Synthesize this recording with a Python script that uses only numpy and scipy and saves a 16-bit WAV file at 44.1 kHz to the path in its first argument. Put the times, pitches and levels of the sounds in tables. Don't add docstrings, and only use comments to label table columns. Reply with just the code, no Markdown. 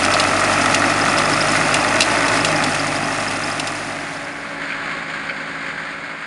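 import sys
import numpy as np
from scipy import signal
from scipy.fft import rfft, irfft, next_fast_len
from scipy.io import wavfile
from scipy.ndimage import map_coordinates

SR = 44100
rng = np.random.default_rng(int(sys.argv[2]) if len(sys.argv) > 2 else 0)


def waveform_to_disk(signal):
    frames = np.transpose(np.atleast_2d(signal))
    scaled = np.clip(frames, -1, 1) * 32767
    samples = np.round(scaled).astype(np.int16)
    wavfile.write(sys.argv[1], SR, samples)


N = 276066
TIME = np.arange(N) / SR
ABEAM_S = 2.3
DISSOLVE_FROM_S, DISSOLVE_TO_S = 3.5, 4.79


def amp(db):
    return 10 ** (np.asarray(db) / 20)


def unit(x):
    return x / np.sqrt(np.mean(x ** 2) + 1e-20)


def curve(rows):
    return np.interp(TIME, *np.transpose(rows))


def wobble(rate):
    return map_coordinates(rng.standard_normal(int(N * rate / SR) + 4), [TIME * rate])


def filtered(x, response):
    m = next_fast_len(N + SR // 2)
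    return irfft(rfft(x, m) * response(np.fft.rfftfreq(m, 1 / SR)), m)[:N]


def coloured(x, points):
    f, db = np.transpose(points)
    return filtered(x, lambda hz: unit(amp(np.interp(np.log(hz + 1), np.log(f), db))))


def resonant(x, modes):
    def response(f):
        peaks = sum(amp(db) * 1j * f * w / (c * c - f * f + 1j * f * w) for c, w, db in modes)
        return unit(np.abs(peaks) ** 2)
    return filtered(x, response)


def passes(phase):
    return np.flatnonzero(np.diff(np.floor(phase)) > 0)


def add(track, start, sound):
    part = track[start:start + len(sound)]
    part += sound[:len(part)]


def burst(t60, attack):
    t = TIME[:SR // 8]
    shape = amp(-60 * t / t60) * (1 - np.exp(-t / attack))
    return shape / shape.max()


def blows(hits, t60, attack):
    track, shape = np.zeros(N), burst(t60, attack)
    for s, db in hits:
        add(track, round(s * SR), amp(db) * shape * rng.standard_normal(len(shape)))
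    return track


def firings(phase, t60, attack, alike, scatter_db, count=4):
    shape = burst(t60, attack)
    track = np.zeros(N + len(shape))
    cylinders = rng.standard_normal((count, len(shape)))
    for k, start in enumerate(passes(phase)):
        turbulence = rng.standard_normal(len(shape))
        ring = np.sqrt(alike) * cylinders[k % count] + np.sqrt(1 - alike) * turbulence
        add(track, start, amp(scatter_db * rng.standard_normal()) * shape * ring)
    add(track, 0, track[N:])
    return unit(track[:N])


def tones(phase, orders, waver_db):
    return sum(amp(db + waver_db * wobble(9.6)) * np.sqrt(2)
               * np.sin(2 * np.pi * (k * phase + rng.random())) for k, db in orders)


# multiple of the firing rate, level/dB
BOOM_HARMONICS = [(1, -42.5), (2, -35.5)]
# t/s, level/dB
THIRD_HARMONIC = [(0, -39.5), (1.7, -33), (1.9, -45), (2.15, -48), (2.45, -30), (3.2, -34)]
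def boom(firing):
    return tones(firing, BOOM_HARMONICS + [(3, curve(THIRD_HARMONIC))], waver_db=0)


# f/Hz, level/dB
STACK = [(40, -43), (70, -12), (110, -5), (180, -9.5), (240, -3.5), (290, 2), (350, -5), (440, -10.5),
         (600, -12), (1200, -37.5)]
def exhaust(firing, rise_db_per_s=0.08):
    puffs = firings(firing - 0.1, t60=0.11, attack=0.0044, alike=0.16, scatter_db=0.5)
    return amp(-24.5 + rise_db_per_s * TIME) * coloured(puffs, STACK)


# f/Hz, level/dB
PANELS = [(350, -50), (500, -14.5), (575, -2), (680, 0.5), (760, -4.5), (840, -2.5), (950, -8),
          (1100, -6.5), (1500, -43)]
def panels(firing):
    shakes = firings(firing + 0.1, t60=0.11, attack=0.0064, alike=0.38, scatter_db=0.76)
    return amp(-22) * coloured(shakes, PANELS)


# f/Hz, level/dB
BLOCK = [(700, -54), (950, -13.5), (1200, 4), (1330, -6.5), (1480, 2), (1620, -4), (1900, 2), (2100, 0),
         (2300, -5), (2570, -1), (2850, -12), (3400, -44), (6000, -36.5)]
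def knock(firing):
    pulses = firings(firing + 0.1103, t60=0.15, attack=0.00077, alike=0.55, scatter_db=0.84)
    return amp(-20.5) * coloured(pulses, BLOCK)


# f/Hz, level/dB, t60/s
SLAP_MODES = [(1214, -6.5, 0.025), (1304, 1.5, 0.032), (1896, -12.5, 0.06), (2530, -7.5, 0.013)]
PISTON_DB = [-4.5, -3.5, -4, 0]
def piston_slap(firing, fall_db_per_s=2, scatter_db=0.5):
    track, t = np.zeros(N), TIME[:SR // 8]
    ring = sum(amp(db) * burst(t60, attack=0.0021) * np.sin(2 * np.pi * hz * t)
               for hz, db, t60 in SLAP_MODES)
    for k, start in enumerate(passes(firing + 0.1)):
        delay = round(abs(rng.normal(0, 0.0001)) * SR)
        add(track, start + delay, amp(PISTON_DB[k % 4] + scatter_db * rng.standard_normal()) * ring)
    return amp(-22 - fall_db_per_s * TIME) * unit(track)


def engine(turns, cutoff_hz=135):
    firing = 2 * turns
    harmonics = boom(firing)
    roar = exhaust(firing) + panels(firing) + knock(firing) + piston_slap(firing)
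    radiation = lambda hz: (hz / cutoff_hz) ** 3 / np.sqrt(1 + (hz / cutoff_hz) ** 6)
    return harmonics + filtered(roar, radiation)


def gearbox(turns, abeam_width_s=0.76):
    meshes = [(32.3, 0), (55.3, -2)]
    abeam = np.exp(-((TIME - ABEAM_S) / abeam_width_s) ** 2)
    backlash = 0.011 * wobble(50)
    return amp(-34 + 4.5 * abeam) * tones(turns + backlash, meshes, waver_db=2)


# f/Hz, level/dB
SHRED = [(400, -70), (1500, 1), (2500, -0.5), (3000, 0.5), (3400, 0), (3900, -2), (4600, -1.5),
         (5600, -3.5), (6400, -3.5), (7300, -5.5), (7850, -10.5), (8500, -4), (10500, -9.5), (11500, -29),
         (13000, -47)]
def beaters(turns, lumps_per_s=70):
    times = rng.uniform(0, N / SR, int(lumps_per_s * N / SR))
    sizes_db = 0.78 * np.minimum(rng.exponential(size=len(times)), 3)
    patter = unit(blows(zip(times, sizes_db), t60=0.0078, attack=0.00046))
    tick = firings(4 * turns, t60=0.0036, attack=0.000062, alike=0.29, scatter_db=5)
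    rush = amp(1.1 * wobble(24.4)) * rng.standard_normal(N)
    return amp(-25) * coloured(unit(rush + amp(-6.5) * patter + amp(-10) * tick), SHRED)


def squeak(turns, low_hz=4950, high_hz=5320, chirp_s=0.007, fall_db_per_s=1):
    hidden_db = fall_db_per_s * np.maximum(TIME - ABEAM_S, 0)
    level_db = -21.5 + 1.5 * wobble(5.2) - hidden_db
    track, length = np.zeros(N), round(chirp_s * SR)
    envelope = np.sin(np.linspace(0, np.pi, length))
    for k, start in enumerate(passes(turns + 0.22)):
        rub_db = level_db[start] - 7 * (k % 2) + 2 * rng.standard_normal()
        for slip, hz in enumerate((low_hz, high_hz)):
            pitch_hz = hz * (1 + 0.009 * rng.standard_normal())
            phase = np.cumsum(pitch_hz / SR + 0.0084 * rng.standard_normal(length))
            gain = amp(rub_db - slip + 2 * rng.standard_normal())
            add(track, start + round(slip * 0.8 * length), gain * envelope * np.sin(2 * np.pi * phase))
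    return track


# t/s, level/dB, bars' share/dB
LUMP_HITS = [(0.0478, -15, -5), (0.138, -15.5, 7.5), (0.198, -13, 2), (0.6576, -15, -11), (0.745, -7, -6),
             (1.184, -13.5, -2), (1.742, -8, -9.5), (2.0062, -5.5, -4), (2.0194, -8, -1.5),
             (2.028, -14, -2), (2.2812, -16.5, -3), (2.4473, -10.5, -7), (2.638, -12.5, -9),
             (2.7473, -19, -9), (3.311, -22, -15), (3.5963, -14.5, -4), (3.6724, -18, -6)]
# f/Hz, bandwidth/Hz, level/dB
WALL_MODES = [(2680, 540, 2), (3340, 250, -4)]
BAR_MODES = [(4040, 640, 2), (4430, 370, -5.5), (4840, 550, -1.5)]
# f/Hz, level/dB
CRACK = [(1000, -65), (5500, -3), (6300, -4), (7300, -4.5), (7900, -8), (8400, -5.5), (10500, -9.5),
         (12000, -33)]
def clanks():
    times, db, bars_share_db = np.transpose(LUMP_HITS)
    wall = resonant(blows(zip(times, db), t60=0.045, attack=0.00022), WALL_MODES)
    bars = resonant(blows(zip(times, db + bars_share_db), t60=0.048, attack=0.00046), BAR_MODES)
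    crack = coloured(blows(zip(times, db), t60=0.046, attack=0.00011), CRACK)
    return amp(-4.5) * wall + amp(-3.5) * bars + amp(-7) * crack


def clods(per_s=6.5, scatter_db=2.5):
    count = int(per_s * N / SR)
    hits = zip(rng.uniform(0, N / SR, count), -24 + scatter_db * rng.standard_normal(count))
    return coloured(blows(hits, t60=0.023, attack=0.0003), CRACK)


# t/s, f/Hz
FAR_MESH = [(4.4, 284), (4.8, 280), (5.22, 273.5), (5.45, 278), (5.65, 274), (6.2, 281)]
# t/s, level/dB
FAR_LEVEL = [(4.3, -29), (4.85, -26.5), (5.2, -28), (5.75, -28), (6.26, -31.5)]
# f/Hz, level/dB
FAR_CLATTER = [(700, -31), (1080, -8.5), (1260, -7), (1580, -1.5), (1900, -5), (2200, -5), (2750, -15.5),
               (3600, -19), (4700, -20.5), (5750, -36.5), (6900, -26.5), (7900, -34.5), (8600, -29.5),
               (10000, -43.5), (11500, -71)]
FAR_PUFFS = [(26, -50), (50, -16), (115, -14), (170, -8.5), (240, -4.5), (375, -7), (430, -13), (560, -2.5),
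             (640, -5.5), (950, -8), (1150, -6.5), (1500, -49.5)]
# multiple of the firing rate, level/dB
FAR_ORDERS = [(1, -32), (3, -17), (4, -22.5), (7, -27), (12, -24.5), (25, -16.5), (30, -17.5), (40, -15)]
# multiple of the mesh, level/dB
WHINE = [(1, -14), (2, -17), (3, -17.5), (4, -21)]
def far_tractor(mesh_per_firing=5.18, ease_db_per_s=2.5):
    mesh = np.cumsum(curve(FAR_MESH)) / SR
    firing = mesh / mesh_per_firing
    clatter = coloured(firings(firing, t60=0.35, attack=0.00073, alike=0.16, scatter_db=2), FAR_CLATTER)
    puffs = coloured(firings(firing, t60=0.21, attack=0.0023, alike=0.44, scatter_db=1), FAR_PUFFS)
    orders = tones(firing + 0.00071 * wobble(16), FAR_ORDERS, waver_db=1)
    whine = tones(mesh + 0.016 * wobble(18), WHINE, waver_db=2)
    whine *= amp(-ease_db_per_s * (TIME - DISSOLVE_TO_S))
    return amp(curve(FAR_LEVEL)) * (clatter + amp(-8) * puffs + orders + whine)


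# t/s, level/dB
FRAME_HITS = [(4.704, -16), (4.722, -18), (5.29, -22), (5.296, -14.5), (5.306, -18.5)]
# f/Hz, bandwidth/Hz, level/dB
FRAME_MODES = [(1527, 150, 4), (1910, 140, 0.5), (2130, 130, 1), (2340, 290, 0), (3020, 370, -8),
               (4380, 560, -7)]
def plough(cutoff_hz=5200):
    frame = resonant(blows(FRAME_HITS, t60=0.038, attack=0.00042), FRAME_MODES)
    return filtered(frame, lambda hz: 1 / (1 + (hz / cutoff_hz) ** 6))


# t/s, f/Hz
CRANK = [(0.0, 23.7), (0.88, 25.1), (1.9, 25.61), (2.17, 27.44), (2.77, 24.76), (2.95, 24.71),
         (3.42, 25.52), (3.71, 24.41), (4.1, 24.8)]
# t/s, level/dB
PASS_LEVEL = [(0, 0), (1.3, -.7), (2.45, -1), (2.7, -3), (3.4, -6), (4.3, -12)]
def scene():
    turns = np.cumsum(curve(CRANK)) / SR
    machinery = engine(turns) + gearbox(turns) + squeak(turns) + beaters(turns) + clods()
    rig = amp(curve(PASS_LEVEL)) * machinery + clanks()
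    blend = np.pi / 2 * np.clip((TIME - DISSOLVE_FROM_S) / (DISSOLVE_TO_S - DISSOLVE_FROM_S), 0, 1)
    return (np.cos(blend) * rig + np.sin(blend) * (far_tractor() + plough()))[None]


def record(dry, threshold=0.17, lag_s=0.055, ceiling=0.92, low_hz=42, top_hz=11250):
    pole = np.exp(-1 / (lag_s * SR))
    rms = np.sqrt(signal.lfilter([1 - pole], [1, -pole], dry[0] ** 2) + 1e-12)
    ducked = dry[0] * np.minimum(1, threshold / rms)
    rounded = ducked / (1 + np.abs(ducked / ceiling) ** 10) ** (1 / 10)
    low_cut = lambda hz: (hz / low_hz) ** 8 / np.sqrt(1 + (hz / low_hz) ** 16)
    return filtered(rounded, lambda hz: low_cut(hz) / np.sqrt(1 + (hz / top_hz) ** 160))[None]


dry = scene()
out = record(dry)
waveform_to_disk(out)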